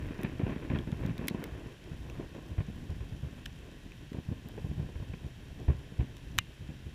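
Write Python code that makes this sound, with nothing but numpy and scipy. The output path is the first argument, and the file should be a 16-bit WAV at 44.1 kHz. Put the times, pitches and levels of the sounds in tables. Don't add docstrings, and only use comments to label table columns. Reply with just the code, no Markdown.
import sys
import numpy as np
from scipy import signal
from scipy.fft import rfft, irfft, next_fast_len
from scipy.io import wavfile
from scipy.ndimage import map_coordinates

SR = 44100
rng = np.random.default_rng(int(sys.argv[2]) if len(sys.argv) > 2 else 0)


def transcribe(u):
    v = np.clip(np.atleast_2d(u).T, -1, 1)
    q = np.round(v * 32767).astype(np.int16)
    wavfile.write(sys.argv[1], SR, q)


N = 306054


def amp(db):
    return 10 ** (np.asarray(db) / 20)


def unit(x):
    return x / np.sqrt(np.mean(x ** 2) + 1e-20)


def along(points, hz):
    f, v = np.transpose(points)
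    return np.interp(np.log(hz + 1), np.log(f + 1), v)


def filtered(x, response):
    m = next_fast_len(N + SR // 2)
    hz = np.fft.rfftfreq(m, 1 / SR)
    return irfft(rfft(x, m) * response(hz), m)[:N]


def coloured(x, *spectra):
    return unit(filtered(x, lambda hz: amp(sum(along(points, hz) for points in spectra))))


def add(track, t_s, sound):
    where = round(t_s * SR) + np.arange(len(sound))
    inside = (where >= 0) & (where < N)
    track[where[inside]] += sound[inside]


def grains(rate_hz, spread_db):
    sizes = amp(spread_db * np.clip(rng.standard_normal(N), -2, 2))
    signs = rng.choice([-1, 1], N)
    return (rng.random(N) < rate_hz / SR) * sizes * signs


def wobble(rate_hz):
    knots = rng.standard_normal(int(N * rate_hz / SR) + 4)
    return map_coordinates(knots, [np.arange(N) * rate_hz / SR])


# (f/Hz, level/dB)
HISS = [(600, -3), (1200, 0), (1800, 2), (2400, -3.5), (3000, 2), (3800, -2.5), (4300, -6.5), (5000, -9),
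        (5400, -7), (5600, -6.5), (5950, -7.5), (6400, -12.5), (6950, -9.5), (8500, -16.5), (9800, -15.5),
        (11700, -20), (13400, -17.5), (15000, -25)]
# (f/Hz, level/dB)
HOUSING = [(650, 2.5), (850, -3), (1050, 2), (1250, -5.5), (1500, 2), (1820, 3.5), (2150, 1.5), (2420, 5.5),
           (2680, 6.5), (2870, -0.5), (3020, 3), (3290, 3.5), (3460, -1.5), (3660, 3), (3900, 1), (4060, 0),
           (4300, 1)]


def hiss(level_db=-60.0):
    return amp(level_db) * coloured(rng.standard_normal(N), HISS, HOUSING)


# (f/Hz, width/Hz, level/dB)
WHINE = [(10280, 100, -84.5), (12730, 110, -93)]


def whine():
    total = np.zeros(N)
    for centre_hz, width_hz, level_db in WHINE:
        band = filtered(rng.standard_normal(N), lambda hz: np.exp(-((hz - centre_hz) / width_hz) ** 2))
        total += amp(level_db) * unit(band)
    return total


def drizzle(level_db=-79, rate_hz=16, tick_t60_s=0.0096):
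    t = np.arange(SR // 50) / SR
    landings = grains(rate_hz, spread_db=1.5)
    envelope = signal.fftconvolve(landings, amp(-60 * t / tick_t60_s))[:N]
    ticks = envelope * rng.standard_normal(N)
    return amp(level_db) * coloured(ticks, [(1500, -18), (3000, 2), (4300, 2), (5600, 3), (7100, -1),
                                            (9000, -6.5), (14000, -9.5), (17000, -26)])


# (t/s, shell level/dB, pop level/dB, pop f/Hz, splash level/dB, sizzle level/dB)
DROPS = [(.215, -60, -58, 3000, -49, -54), (0.2334, -49, -50, 2600, -48, -39),
         (.788, -48, -31, 3290, -48, -54), (.918, -42, -41, 3500, -48, -59),
         (1.063, -46, -56, 3000, -47.5, -48), (1.18, -49, -39.5, 3800, -42, -45),
         (1.2728, -48, -44, 2400, -47, -39), (1.2818, -39, -35, 4750, -34, -42),
         (1.2831, -29, -20.5, 2220, -28, -24), (1.2852, -46, -32, 3650, -32, -48),
         (1.2995, -47, -38, 2100, -48, -68), (1.4405, -35.5, -33, 2170, -41.5, -36),
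         (2.099, -44.5, -36.5, 2700, -52, -55), (3.457, -44, -30, 3330, -41, -48),
         (3.4607, -35, -31, 1770, -38.5, -48), (3.9197, -44.5, -37.5, 2540, -66, -70),
         (4.132, -41.5, -42.5, 2040, -55, -70), (4.4872, -52, -56, 3800, -55, -46),
         (5.137, -54, -39, 2460, -66, -70), (6.1684, -44, -58, 3000, -50, -49),
         (6.382, -33, -30, 1960, -38, -37), (6.3869, -8, -40, 1190, -35, -36)]
# (f/Hz, level/dB, t60/s)
SHELL = [(1220, -32.5, .02), (1560, -35, .014), (1850, -24.5, .014), (1980, -27, .017), (2425, -19, .026),
         (2640, -21, .02), (2985, -12, .018), (3260, -22, .014), (3680, -14.5, .012), (3900, -19, .015),
         (4780, -22.5, .009), (5350, -24, .009), (6100, -13, .008), (7080, -16, .0075), (10500, -19, .0042),
         (12100, -20, .0042), (2089, -39, .11), (2794, -38.5, .14)]
SHELL_CUT_HZ = 1100


def thinned(x):
    return filtered(x, lambda hz: (hz ** 2 / (hz ** 2 - .75j * hz * SHELL_CUT_HZ - SHELL_CUT_HZ ** 2)) ** 2)


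def rain(splash_t60_s=0.0082, sizzle_t60_s=0.004, pop_t60_s=0.0083,
         thud_db=-21, thud_hz=100, thud_t60_s=0.064,
         spot_db=1.0, spatter_db=-23, spatter_t60_s=0.072):
    taps, thuds, splashes, sizzles, spatters = np.zeros((5, N))
    t = np.arange(SR // 10) / SR
    modes = np.array([amp(db - 60 * t / t60) * np.sin(2 * np.pi * hz * t) for hz, db, t60 in SHELL])
    spots = amp(spot_db * rng.standard_normal((len(DROPS), len(SHELL))))
    for (t_s, shell_db, pop_db, pop_hz, splash_db, sizzle_db), spot in zip(DROPS, spots):
        onset = (1 - np.exp(-pop_hz * t)) ** 2
        pop = amp(pop_db - 60 * t / pop_t60_s) * np.sin(2 * np.pi * pop_hz * t) * onset
        ring = amp(shell_db) * (spot @ modes)
        thud = amp(shell_db + thud_db - 60 * t / thud_t60_s) * np.sin(2 * np.pi * thud_hz * t)
        add(taps, t_s, pop + ring)
        add(thuds, t_s, thud)
        add(splashes, t_s, amp(splash_db - 60 * t / splash_t60_s))
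        add(sizzles, t_s, amp(sizzle_db - 60 * t / sizzle_t60_s))
        add(spatters, t_s, amp(splash_db + spatter_db - 60 * t / spatter_t60_s))
    spray = coloured(rng.standard_normal(N), [(900, -42), (2000, 3), (3600, 9), (4500, -2.5),
                                              (5600, 6), (8000, -8), (11000, -19)])
    sizzle = coloured(rng.standard_normal(N), [(4000, -28), (8000, -2), (10500, 4.5), (12000, -4),
                                               (13500, 4.5), (14800, 9), (16500, -25)])
    specks = grains(rate_hz=2700, spread_db=6)
    spatter = coloured(specks, [(1000, -33), (2000, -9), (4000, 5.0), (5500, -16), (12000, -20)])
    return thinned(taps) + thuds + splashes * spray + sizzles * sizzle + spatters * spatter


def farther(x, dull_hz=1400, fade_s=2.0):
    dull = filtered(x, lambda hz: 1 / (1 + (hz / dull_hz) ** 4))
    return dull + (x - dull) * np.exp(-np.arange(N) / SR / fade_s)


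# (t/s, rumble level/dB, crackle level/dB)
ROLL = [(0, -35, -47), (.2, -45.5, -47), (.3, -42, -50.5), (.5, -43, -48), (.64, -46, -49),
        (.8, -43.5, -50.5), (1, -41.5, -49.5), (1.16, -45.5, -48.5), (1.42, -47, -48), (1.52, -43.5, -50.5),
        (1.8, -51.5, -57), (1.98, -44, -55), (2.46, -46.5, -53), (2.78, -43.5, -60.5), (3.3, -45, -57),
        (3.55, -46, -65.5), (3.7, -49, -52), (3.9, -49.5, -67.5), (4.24, -48.5, -67), (4.5, -47, -55),
        (4.7, -41.5, -67), (4.9, -46, -59.5), (5.45, -47, -62), (5.6, -44.5, -58), (5.85, -51.5, -57.5),
        (6.15, -49.5, -60), (6.35, -40.5, -64), (6.5, -49.5, -62), (6.94, -47.5, -65)]
# (f/Hz, level/dB)
RUMBLE = [(20, -3), (40, 4), (60, 6), (90, 0.5), (130, 1), (200, -5), (300, -9.5), (450, -23), (800, -24.5),
          (2000, -50)]
# (f/Hz, level/dB)
CRACKLE = [(120, -45), (280, 7.5), (400, 4.5), (550, -2), (750, -6.5), (1100, -5.5), (1900, -9.5),
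           (2800, -15.5), (4000, -26.5), (8000, -66)]
SWELLS_PER_S = 18


def roll(heave_db=1.65, flutter_db=1.0):
    t_s, rumble_db, crackle_db = np.transpose(ROLL)
    now = np.arange(N) / SR
    rumble = coloured(grains(rate_hz=600, spread_db=0.0), RUMBLE)
    crackle = farther(coloured(grains(rate_hz=420, spread_db=1.0), CRACKLE, HOUSING))
    swell_db = heave_db * wobble(SWELLS_PER_S)
    flutter = flutter_db * wobble(SWELLS_PER_S)
    rumble_gain = amp(np.interp(now, t_s, rumble_db) + swell_db)
    crackle_gain = amp(np.interp(now, t_s, crackle_db) + swell_db + flutter)
    return rumble * rumble_gain + crackle * crackle_gain


def shock(hz):
    u = (np.pi * hz * (np.arange(SR // 10) - SR // 20) / SR) ** 2
    return (2 * u - 1) * np.exp(-u)


# (t/s, boom level/dB, boom f/Hz, body level/dB, crackle level/dB, length/s)
PEALS = [(0.11, -25, 189, -37, -50, 0.0088), (.194, -30, 170, -35.5, -44, 0.014),
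         (0.236, -37, 151.5, -29.5, -41, 0.0062), (0.25, -23.5, 145, -39, -36.5, 0.013),
         (0.323, -38, 230, -40, -56, 0.015), (0.4, -23.5, 136, -29, -39.5, 0.013),
         (0.437, -18.5, 122, -39, -47, 0.014), (0.468, -27, 210, -31, -43, 0.013),
         (0.498, -26, 156, -32.5, -43, 0.014), (0.523, -33, 161, -38.5, -45, 0.024),
         (0.565, -25.5, 150, -39, -44.5, 0.0081), (0.632, -41, 220, -42.5, -58, 0.059),
         (0.705, -24, 124, -31, -39.5, 0.021), (0.739, -20.5, 117, -42, -48, 0.012),
         (0.753, -20, 149, -45, -43, 0.0063), (0.762, -34, 148, -30.5, -39, 0.011),
         (.791, -26, 135, -36, -46, 0.016), (0.875, -26, 191, -36, -53, 0.023),
         (0.929, -20, 137, -38, -49, 0.0085), (1.038, -29, 109, -37, -47.5, 0.0072),
         (1.053, -21.5, 136, -36, -44.5, 0.013), (1.078, -27, 134, -39.5, -48, 0.014),
         (1.096, -24, 135, -49, -50, 0.022), (1.114, -25.5, 143, -52, -52, 0.011),
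         (1.196, -29.5, 114, -36, -47, 0.0075), (1.215, -31, 176, -33.5, -48, 0.011),
         (1.244, -30.5, 140, -39.5, -47.5, 0.022), (1.311, -26, 220, -33, -57, 0.0086),
         (1.349, -22, 209, -32, -46, 0.011), (1.396, -31, 142, -42, -51, 0.02),
         (1.663, -33.5, 204, -47, -51, 0.01), (1.919, -30.5, 116, -48.5, -55, 0.031),
         (2.199, -33, 212, -36.5, -51, 0.033), (2.352, -43, 118.4, -39.5, -48, 0.017),
         (2.38, -33, 180, -45, -62, 0.015), (2.518, -27.5, 84, -45, -58, 0.012),
         (2.589, -19, 80, -36, -45, 0.017), (2.61, -34, 111, -56, -50, 0.0087),
         (2.687, -28, 135, -42, -55, 0.015), (2.82, -34.5, 99, -52, -64, 0.022),
         (2.901, -27, 90.5, -42, -52, 0.016), (2.926, -34, 66, -48, -55, 0.012),
         (3.014, -31, 73.6, -45, -53, 0.019), (3.125, -31, 103, -59, -65, 0.038),
         (3.236, -26, 97, -51, -56, 0.016), (3.331, -37, 108, -52, -65, 0.011),
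         (3.383, -45, 224, -46, -55, 0.0081), (3.719, -41, 219, -48, -64, 0.016),
         (3.864, -37, 198, -60, -73, 0.013), (4.01, -41.5, 201, -45.5, -61, 0.016),
         (4.12, -36.5, 201, -41, -65, 0.016), (4.149, -30.5, 150, -38, -52, 0.0099),
         (4.172, -37, 172, -44, -55, 0.008), (4.189, -28, 126, -37, -56, 0.0056),
         (4.291, -25.5, 120, -45, -62, 0.012), (4.318, -26, 120, -44.5, -68, .008),
         (4.328, -29, 102, -39, -63, 0.0084), (4.46, -33.5, 162, -47, -57, 0.014),
         (4.494, -48, 231, -41, -52, 0.0072), (4.54, -49, 239, -45.5, -57, 0.028),
         (4.581, -38, 236, -34, -56, 0.0067), (4.649, -24, 119, -38.5, -62, 0.015),
         (4.702, -28, 71, -46, -66, 0.0099), (4.716, -26.5, 148, -44, -68, 0.012),
         (4.782, -29, 107, -43, -64, 0.029), (4.801, -21.5, 103, -53, -56, 0.014),
         (4.83, -29.5, 114, -43.5, -61, 0.031), (4.891, -37, 253, -40, -63, 0.0074),
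         (4.965, -29.5, 59, -45, -55, 0.0098), (5.008, -31, 62, -41.5, -65, .008),
         (5.028, -29.5, 134.5, -41.5, -58, 0.0066), (5.104, -28.5, 74, -47, -70, .018),
         (5.14, -30.5, 136, -42, -48, 0.0066), (5.248, -30.5, 108, -44, -65, 0.021),
         (5.594, -37, 147, -40.5, -72, .035), (5.69, -14.5, 70.4, -29, -45, 0.0068),
         (5.705, -16, 90, -32, -44.5, 0.0058), (5.72, -27, 121, -44, -54, 0.021),
         (5.924, -36, 130, -47, -66, 0.015), (5.998, -17.5, 89, -34.5, -51, 0.0078),
         (6.015, -21, 71.7, -37.5, -44, 0.0063), (6.03, -29, 99, -41, -53, .012),
         (6.613, -35, 116, -53, -63, 0.026), (6.693, -30.5, 129, -46, -57, 0.025),
         (6.868, -32.5, 101, -48.5, -73, 0.02)]
SHOCK_GAP_S, GAP_SCATTER_S = 0.01377, 0.0027
SHOCK_SCATTER_DB, SHOCK_SCATTER_OCTAVES = 1, 0.34
PEAL_FALL_DB = 8


def shocks(count=6):
    k = np.arange(count)
    chance = rng.standard_normal((len(PEALS), 3, count)) * (k > 0)
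    for (t_s, boom_db, hz, body_db, crackle_db, length_s), (late, louder, higher) in zip(PEALS, chance):
        delay_s = k * SHOCK_GAP_S + np.cumsum(late) * GAP_SCATTER_S
        fall_db = PEAL_FALL_DB * (k * SHOCK_GAP_S / length_s) ** 2
        loss_db = fall_db - SHOCK_SCATTER_DB * louder
        shock_hz = hz * 2 ** (SHOCK_SCATTER_OCTAVES * higher)
        rows = np.transpose([t_s + delay_s, boom_db - loss_db, shock_hz,
                             body_db - loss_db, crackle_db - loss_db])
        yield from rows[loss_db < 40]


# (f/Hz, level/dB)
FRONT = [(300, -19.5), (1000, -3.5), (2500, -2)]


def claps(crackle_t60_s=0.056, lead_cycles=0.622, attack_s=0.0013, body_t60_s=0.075,
          snap_db=33, trail_db=-0.7):
    booms, snaps, fronts, bodies = np.zeros((4, N))
    t = np.arange(SR // 10) / SR
    rise = 1 - np.exp(-t / attack_s)
    for t_s, boom_db, hz, body_db, crackle_db in shocks():
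        add(booms, t_s - t[-1] / 2, amp(boom_db) * shock(hz))
        front_s = t_s - lead_cycles / hz
        add(fronts, front_s, amp(crackle_db - 60 * t / crackle_t60_s) * rise)
        add(snaps, front_s, np.atleast_1d(amp(crackle_db + snap_db)))
        add(bodies, front_s, amp(body_db - 60 * t / body_t60_s) * rise)
    crackle = coloured(grains(rate_hz=1100, spread_db=2.0), CRACKLE, HOUSING, FRONT)
    snaps = filtered(snaps, lambda hz: amp(along(CRACKLE, hz) + along(HOUSING, hz) + along(FRONT, hz)))
    tearing = coloured(grains(rate_hz=3900, spread_db=1.5),
                       [(120, -5.5), (220, 6), (350, 2), (500, -5), (700, -11.5),
                        (850, -17), (1050, -13.5), (1300, -38), (3000, -64)])
    return booms + snaps + amp(trail_db) * fronts * crackle + bodies * tearing


# (f/Hz, t60/s)
STREET = [(60, 1), (400, 0.22), (2000, 1), (10000, 0.13)]


def street(x):
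    hz, t, z = signal.stft(rng.standard_normal(SR // 2), SR, nperseg=256)
    decay = amp(-60 * t / along(STREET, hz)[:, None])
    tail = signal.istft(z * decay, SR, nperseg=256)[1]
    delayed = np.pad(x, (SR // 100, 0))
    return signal.fftconvolve(delayed, tail / np.linalg.norm(tail))[:N]


def scene(echo_db=-16.5):
    background = hiss() + whine() + drizzle()
    thunder = claps()
    return (background + rain() + roll() + thunder + amp(echo_db) * street(thunder))[None]


TOP_HZ, BASS_CUT_HZ = 15350, 14


def record(dry):
    def response(hz):
        high_pass = hz ** 2 / (hz ** 2 + BASS_CUT_HZ ** 2)
        low_pass = 1 / (1 + (hz / TOP_HZ) ** 120)
        return high_pass * low_pass
    return filtered(dry[0], response)[None]


dry = scene()
out = record(dry)
transcribe(out)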